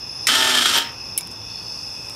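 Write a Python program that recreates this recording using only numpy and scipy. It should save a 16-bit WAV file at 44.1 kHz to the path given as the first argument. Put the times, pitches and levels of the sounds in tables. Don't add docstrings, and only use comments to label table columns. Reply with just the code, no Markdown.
import sys
import numpy as np
from scipy import signal
from scipy.fft import rfft, irfft, next_fast_len
from scipy.io import wavfile
from scipy.ndimage import map_coordinates

SR = 44100
rng = np.random.default_rng(int(sys.argv[2]) if len(sys.argv) > 2 else 0)


def output_pcm(signal):
    pcm = np.clip(np.atleast_2d(signal).T, -1, 1) * 32767
    wavfile.write(sys.argv[1], SR, np.round(pcm).astype(np.int16))


def to_linear_factor(level_db):
    exponent = np.asarray(level_db, float) / 20
    return 10 ** exponent


N = 94815
TIME = np.arange(N) / SR


def unit(x):
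    return x / np.sqrt(np.mean(x ** 2) + 1e-20)


def along(points, hz):
    f, v = np.transpose(points)
    return np.interp(np.log(hz + 1), np.log(f + 1), v)


def curves(rows):
    s, *cols = np.transpose(rows)
    return [np.interp(TIME, s, c) for c in cols]


def wobble(rate):
    return map_coordinates(rng.standard_normal(4000), [TIME * rate])


def filtered(x, response):
    m = next_fast_len(N + SR // 2)
    return irfft(rfft(x, m) * response(np.fft.rfftfreq(m, 1 / SR)), m)[..., :N]


def peaks(rows):
    def response(f):
        total = 0
        for k, (hz, width, db) in enumerate(rows):
            damping = 1j * f * width
            total = total + (-1) ** k * to_linear_factor(db) * damping / (hz * hz - f * f + damping)
        return total
    return response


def noise(points):
    return unit(filtered(rng.standard_normal(N), lambda hz: to_linear_factor(along(points, hz))))


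def band(hz, width_hz):
    return unit(filtered(rng.standard_normal(N), lambda f: peaks([(hz, width_hz, 0)])(f) ** 2))


def burst(s, t60, rise_s):
    t = np.clip(TIME - s, 0, None)
    return to_linear_factor(-60 * t / t60) * (1 - np.exp(-t / rise_s))


# (time [s], grinding force [dB], armature whine [dB])
EFFORT = [
    (.278, -24.5, -38),
    (.292, -18, -47),
    (.324, -18, -30),
    (.42, -17.5, -27),
    (.56, -17.5, -27),
    (.64, -20.5, -40),
    (.72, -20, -39),
    (.785, -18, -27),
    (.83, -57, -74),
]
# (time [s], strength [dB])
CATCHES = [(0.284, -11.5), (0.304, -24), (.351, -15), (0.545, -13.5), (.585, -20), (0.619, -15),
           (0.649, -19), (0.656, -13), (0.69, -16.5), (0.735, -16.5), (0.758, -15.5), (0.781, -20),
           (0.798, -25), (.817, -21.5)]
# (frequency [Hz], width [Hz], level [dB])
CASING = [(323, 116, -4), (413, 46, -21), (1282, 45, 4.5), (1963, 61, -4), (3095, 210, 3.5), (3270, 120, 4),
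          (3340, 130, 3), (3770, 43, -20), (4500, 74, -33), (5640, 31, 12.5), (7400, 46, -3.5),
          (8500, 220, 4.5)]
# (frequency [Hz], density [dB per Hz])
SCRAPE = [(200, -63), (240, -16), (1120, -12), (1260, -3), (2450, -8.5), (3500, -3), (13300, -21),
          (14300, -34)]
# (time [s], level [dB])
COAST = [
    (.8, -32),
    (.85, -36.5),
    (.92, -41.5),
    (.94, -68),
]
# (frequency [Hz], density [dB per Hz])
COAST_COLOUR = [(500, -23), (900, -11), (2000, 0.5), (3800, -1.5), (5000, -13), (9000, -25)]
COAST_END_S = 0.9
GRITS_PER_S, GRIT_DB, GRIT_TOP_DB = 3000, 2.5, 9
CASING_DB, LUMP_DB = -7, 2
CATCH_T60, CATCH_RISE_S = 0.051, 0.003
NOTCH_HZ, NOTCH_WIDTH_HZ, NOTCH_DEPTH = 512, 76, 0.59
KNOCK_RISE_S, KNOCK_SCRAPE_DB = 0.0012, -10


def starter():
    force_db, _ = curves(EFFORT)
    draw = rng.random((2, N))
    grit_db = np.minimum(-GRIT_DB * np.log(draw[1] + 1e-4), GRIT_TOP_DB)
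    is_grit = draw[0] < GRITS_PER_S / SR
    grit = np.clip(rng.standard_normal(N), -2, 2) * (1 + is_grit * to_linear_factor(grit_db))
    drive = running() * to_linear_factor(force_db + LUMP_DB * wobble(200))
    drive = drive + sum(to_linear_factor(db) * burst(s, CATCH_T60, CATCH_RISE_S) for s, db in CATCHES)
    drive = drive + sum(to_linear_factor(db + KNOCK_SCRAPE_DB) * burst(s, 0.011, KNOCK_RISE_S) for s, db in KNOCKS)

    def scrape(hz):
        notch = 1 - NOTCH_DEPTH * np.exp(-((hz - NOTCH_HZ) / NOTCH_WIDTH_HZ) ** 2)
        return to_linear_factor(along(SCRAPE, hz)) * notch

    def casing(hz):
        return peaks(CASING)(hz) * np.clip(hz / 400, 0, 1) ** 2 * np.clip(9000 / (hz + 1), 0, 1) ** 4

    broad = unit(filtered(grit * drive, scrape))
    rung = unit(filtered(grit * drive, casing))
    grind = 0.68 * np.sqrt(np.mean(drive ** 2)) * (broad + to_linear_factor(CASING_DB) * rung)
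    coast_db, = curves(COAST)
    turning = (TIME > COAST[0][0]) & (TIME < COAST_END_S)
    coast = turning * to_linear_factor(coast_db + 1.3 * wobble(118.3)) * noise(COAST_COLOUR)
    return grind + knocks() + coast


# (time [s], level [dB])
KNOCKS = [(0.2895, -12), (0.2974, -13), (0.309, -12), (0.3168, -10), (0.3237, -10.5), (0.332, -16),
          (0.34, -11), (0.3481, -12), (0.3596, -18), (0.369, -15), (0.3806, -13), (0.3872, -16),
          (0.4017, -10), (0.412, -14), (0.4234, -18), (0.4296, -13), (0.4379, -15), (0.447, -12),
          (0.457, -12), (0.4714, -11), (0.4808, -18), (0.4862, -24), (0.496, -19), (0.512, -26),
          (0.5221, -23), (0.5422, -11), (0.5594, -15), (0.5668, -17), (0.5762, -12), (0.5845, -5.5),
          (0.5907, -12), (0.6088, -12), (0.6195, -8), (0.6292, -19), (0.6395, -11), (0.6491, -7),
          (0.6571, -5), (0.666, -22), (0.677, -16), (0.691, -15), (0.6975, -20), (0.7106, -17),
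          (0.7282, -18), (0.7376, -16), (0.7458, -15), (0.7556, -7), (0.7764, -8), (0.7831, -14),
          (0.7966, -15.5), (0.8166, -15)]
# (time [s], level [dB])
MORE_KNOCKS = [
    (.8005, -17),
    (0.8083, -21),
    (0.8226, -20),
]
# (frequency [Hz], level [dB], decay t60 [s])
KNOCK_MODES = [(3076, 0.5, 0.023), (3196, 3, 0.031), (3332, -1, 0.022), (3500, -5, 0.014),
               (2870, -10, .012), (3880, -2, 0.013)]
KNOCK_DB = -4


def knocks():
    t, out = np.arange(SR // 16) / SR, np.zeros(N + SR)
    hz, level, t60 = np.transpose(KNOCK_MODES)[:, :, None]
    strikes = [*KNOCKS, *MORE_KNOCKS]
    chance = rng.standard_normal((len(strikes), 2, len(KNOCK_MODES), 1))
    for (s, db), (louder, sharper) in zip(strikes, chance):
        decay = to_linear_factor(level + 1.8 * louder - 60 * t / t60)
        ring = decay * np.sin(2 * np.pi * hz * (1 + 0.0089 * sharper) * t)
        out[round(s * SR):][:len(t)] += to_linear_factor(db + KNOCK_DB) * ring.sum(0) * (1 - np.exp(-t / KNOCK_RISE_S))
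    return out[:N]


# (time [s], speed [turns per s])
SPEED = [
    (.278, 98),
    (.292, 110),
    (.306, 118.5),
    (.324, 126),
    (.4, 129),
    (.55, 125.7),
    (.64, 118.5),
    (.785, 112.5),
    (.83, 105),
]


def running():
    return burst(SPEED[0][0] - .006, 99, .002) * (TIME < SPEED[-1][0])


# (multiple of the shaft speed, level [dB])
WHINE_ORDERS = [(5, -8.5), (6, -11.5), (7, -9), (10, -16), (11, -7), (14, -1), (28, -4.5)]
# (multiple of the shaft speed, level under the grinding force [dB])
HUM_ORDERS = [(2, -18), (3, -22.5)]
# (frequency [Hz], width [Hz], lift [dB])
SHELL = [(1726, 38, 9.5), (902, 23, 8.5), (3630, 50, 5), (653, 17, 3)]
JITTER, UNEVEN_DB = 0.0039, 1.3


def armature():
    rps, = curves(SPEED)
    force_db, whine_db = curves(EFFORT)
    turn = 2 * np.pi * np.cumsum(rps * (1 + JITTER * wobble(60))) / SR

    def orders(rows):
        total = 0
        for k, db in rows:
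            lift = sum(lift_db * np.exp(-((k * rps - hz) / w) ** 2) for hz, w, lift_db in SHELL)
            total = total + to_linear_factor(db + UNEVEN_DB * wobble(30.9) + lift) * np.sin(k * turn + k)
        return total

    whine = to_linear_factor(whine_db) * orders(WHINE_ORDERS)
    hum = to_linear_factor(force_db) * orders(HUM_ORDERS) * np.clip((rps - 105) / 14.6, .1, 1)
    return running() * (whine + hum)


# (time [s], level [dB], decay t60 [s])
RELAY = [
    (0.2691, -8, 0.053),
    (0.7717, -19, 0.074),
]
# (frequency [Hz], density [dB per Hz])
CLOSING = [(530, -54), (900, -22), (2240, -4), (2850, -8.5), (4430, -9), (5370, 0), (6430, -8), (7980, -7),
           (15800, -24.5)]
# (frequency [Hz], density [dB per Hz])
OPENING = [(1000, -5), (3000, 9), (8000, -20), (12000, 3), (15500, -2)]


def relay():
    colours = (CLOSING, OPENING)
    return sum(to_linear_factor(db) * burst(s, t60, 0.00066) * noise(colour) for (s, db, t60), colour in zip(RELAY, colours))


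# (frequency [Hz], level [dB], decay t60 [s])
ENGAGE = [(1280, -15, .08), (1400, -20, .05), (1540, -16, .07), (1750, -20, .04), (2050, -20, .05)]
# (frequency [Hz], level [dB], decay t60 [s])
FRAME = [(928, -32, 1.2), (764, -40, 0.56), (332, -26, 0.13), (420, -29, 0.16)]
ENGAGE_S, FRAME_SHAKE_S, FRAME_S, FRAME_END_S = .286, 0.68, .76, 1.0
FRAME_SHAKE_DB = -34


def frame():
    engage = sum(to_linear_factor(db) * burst(ENGAGE_S, t60, 0.0016) * np.sin(2 * np.pi * hz * TIME) for hz, db, t60 in ENGAGE)
    ring = 0
    for hz, db, t60 in FRAME:
        level = to_linear_factor(db + 1.4 * wobble(25.6)) * burst(FRAME_S, t60, .006)
        ring = ring + level * np.sin(2 * np.pi * hz * TIME + 0.26 * wobble(30))
    damped = np.clip((FRAME_END_S - TIME) / 0.11, 0, 1)
    shake = np.clip(np.minimum((TIME - FRAME_SHAKE_S) / 0.045, (FRAME_S + 0.032 - TIME) / .015), 0, 1)
    return engage + ring * damped + to_linear_factor(FRAME_SHAKE_DB) * shake * band(FRAME[0][0], 45)


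# (time [s], level [dB], decay t60 [s], share of ringing, housing level [dB])
TICKS = [(.9223, -42, .015, .2, -9), (1.1764, -16, 0.025, 1, 1), (1.183, -23.5, 0.039, 0.25, -3),
         (1.2082, -26.5, 0.014, .16, 14.5), (1.271, -31.5, 0.022, 0.078, -6),
         (1.3093, -41.5, 0.087, .05, -4), (1.3304, -40, .012, .1, 0), (1.5109, -43, .015, .05, -9),
         (1.54, -48, .015, .05, -7), (2.0961, -23, 0.0088, .05, 4.5), (2.098, -36, 0.0068, .05, -12)]
# (frequency [Hz], level [dB], decay t60 [s])
SPRING = [(2220, -20, 0.11), (8140, -8, .03), (8580, -4, .026), (9270, -5, .035), (9970, -4, .04),
          (10000, 4.5, 0.037), (10570, -1, 0.016), (11560, 0, .022), (12370, 1, .022), (12730, -2, 0.029),
          (14400, 0, .016), (15430, 0, .014)]
# (frequency [Hz], density [dB per Hz])
SNAP = [(1060, -63), (1800, -28), (2250, -15), (2680, -15), (5080, -14), (7100, -14.5), (9910, -8),
        (15900, -26), (16500, -42)]
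# (frequency [Hz], width [Hz], level [dB])
HOUSING = [(2320, 23, -9.5), (3900, 400, -24), (7100, 370, -21.5), (345, 220, -22)]


def button():
    t, rings = np.arange(SR // 8) / SR, np.zeros(N + SR)
    for s, db, _, ringing, _ in TICKS:
        ring = 0
        for hz, level, t60 in SPRING:
            ring = ring + to_linear_factor(level + rng.normal(0, 1.4) - 60 * t / t60) * np.sin(2 * np.pi * hz * t)
        rings[round(s * SR):][:len(t)] += to_linear_factor(db) * ringing * ring * (1 - np.exp(-t / 0.00061))
    snaps = sum(to_linear_factor(db) * burst(s, t60, 0.001) for s, db, t60, *_ in TICKS) * noise(SNAP)
    blows = sum(to_linear_factor(db + housing_db + 22.5) * burst(s, 0.0093, 0.00043) for s, db, *_, housing_db in TICKS)
    return rings[:N] + snaps + filtered(blows * rng.standard_normal(N), peaks(HOUSING))


# (frequency [Hz], decay t60 [s])
WALL = [(500, 0.58), (3000, 0.24), (8000, 0.19), (15000, 0.15)]


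def wall(x):
    hz, t, z = signal.stft(rng.standard_normal(SR // 2), SR, nperseg=256)
    tail = signal.istft(z * to_linear_factor(-60 * t / along(WALL, hz)[:, None]), SR, nperseg=256)[1]
    return signal.fftconvolve(np.pad(x, (300, 0)), tail / np.linalg.norm(tail))[:N]


TRILL_PER_S, DUTY = 56, 1.3


def trill(hz, per_s):
    beat = np.pi * (per_s * TIME + rng.random() + 0.13 * wobble(9.43))
    pulses = to_linear_factor(2.9 * wobble(29.63)) * np.abs(np.sin(beat)) ** DUTY
    return unit(pulses * np.sin(2 * np.pi * hz * TIME + 3.0 * wobble(26)))


# (time [s], level [dB])
CHORUS = [(0, -35), (.12, -33.5), (.24, -30), (.85, -36), (1.1, -32.5), (1.2, -36), (1.38, -36),
          (1.5, -33.5), (1.6, -33.5), (1.75, -31), (1.95, -33), (2.15, -34)]
# (start [s], length [s], frequency [Hz], level [dB])
SOLOS = [
    (1.47, 0.26, 4420, -49),
    (1.61, 0.33, 4480, -52),
    (1.57, 0.33, 4760, -48.5),
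    (1.4, 0.2, 5600, -46),
    (0.048, 0.31, 10290, -57),
]
# (frequency [Hz], width [Hz], level [dB])
WASH = [(5046, 500, -6), (5215, 350, -3), (5905, 810, -10.5)]
# (frequency [Hz], width [Hz], level [dB])
DRONES = [(2574, 188, -47), (2780, 200, -54), (3490, 210, -53)]
CHORUS_HZ, SPREAD_HZ, WASH_DB = 5228, 110, -2
SOLO_BLUR, SOLO_WIDTH_HZ = 0.76, 180
ECHO = 0.61
OVERTONE_HZ, OVERTONE_WIDTH_HZ, OVERTONE_DB, OVERTONE_GROWS = 10410, 730, -58, 1.2


def insects():
    near = 0
    rows = rng.standard_normal((9, 2))
    for place, (detune, hurry) in zip(np.linspace(-1.25, 1.6, len(rows)), rows):
        voice = trill(CHORUS_HZ + SPREAD_HZ * (place + .2 * detune), TRILL_PER_S + 2.3 * hurry)
        near = near + to_linear_factor(2.8 * wobble(2.78)) * voice
    far = sum(to_linear_factor(db) * band(hz, w) for hz, w, db in WASH)
    level_db, = curves(CHORUS)
    chorus = to_linear_factor(level_db) * unit(unit(near) + to_linear_factor(WASH_DB) * far)
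    solos = 0
    for s, length, hz, db in SOLOS:
        fade = np.clip(np.minimum((TIME - s) / 0.055, (s + length - TIME) / 0.15), 0, 1)
        solos = solos + to_linear_factor(db) * fade * (trill(hz, TRILL_PER_S) + SOLO_BLUR * band(hz, SOLO_WIDTH_HZ))
    drones = sum(to_linear_factor(db + 1.64 * wobble(5.07)) * band(hz, w) for hz, w, db in DRONES)
    overtone_db = OVERTONE_DB + OVERTONE_GROWS * (level_db - level_db.mean())
    overtone = to_linear_factor(overtone_db) * band(OVERTONE_HZ, OVERTONE_WIDTH_HZ)
    return chorus + solos + ECHO * wall(solos) + drones + overtone


# (frequency [Hz], density [dB per Hz])
RUMBLE = [(15, -52), (25, -85), (43, -7), (114, -4.5), (378, -12.5), (520, -12), (627, -16), (895, -11),
          (2200, -27), (2860, -76), (4840, -120)]
# (frequency [Hz], density [dB per Hz])
HISS = [(1500, 3), (4000, 1), (6800, -3), (8500, -7.5), (12000, -3), (15500, -13)]
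# (time [s], level [dB])
RUSTLE = [
    (1.3, -80),
    (1.5, -62),
    (1.75, -56),
    (2.0, -56),
    (2.15, -49.5),
]
# (frequency [Hz], density [dB per Hz])
CLOTH = [(1500, -30), (4000, -26), (8000, 6), (12000, -1), (15500, -14)]
RUMBLE_DB, ENGINE_HZ, ENGINE_DB, HISS_DB = -43.5, 108.3, -52.5, -53.5


def street():
    rustle_db, = curves(RUSTLE)
    traffic = to_linear_factor(RUMBLE_DB + 0.46 * wobble(7.57)) * noise(RUMBLE)
    engine = to_linear_factor(ENGINE_DB) * band(ENGINE_HZ, 9.9)
    hiss = to_linear_factor(HISS_DB) * noise([(600, -26), *HISS])
    return traffic + engine + hiss + to_linear_factor(rustle_db) * noise(CLOTH)


WALL_DB, TONES_WET, TICKS_WET = -7.5, .12, 0.24


def scene():
    bike = starter() + relay()
    tones = armature() + frame()
    ticks = button()
    echo = to_linear_factor(WALL_DB) * wall(bike + TONES_WET * tones + TICKS_WET * ticks)
    return (bike + tones + ticks + echo + insects() + street())[None]


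def top_cut(x):
    return signal.sosfilt(signal.butter(12, 16830, fs=SR, output="sos"), x)


TOP = .85
TOP_HZ, EDGE_HZ, LEAK = 15720, 150, .012


def record(dry):
    soft = dry / (1 + np.abs(dry / TOP) ** 4) ** .25
    mix = filtered(soft, lambda hz: np.clip((TOP_HZ - hz) / EDGE_HZ + .5, LEAK, 1))
    return top_cut(mix)


dry = scene()
out = record(dry)
output_pcm(out)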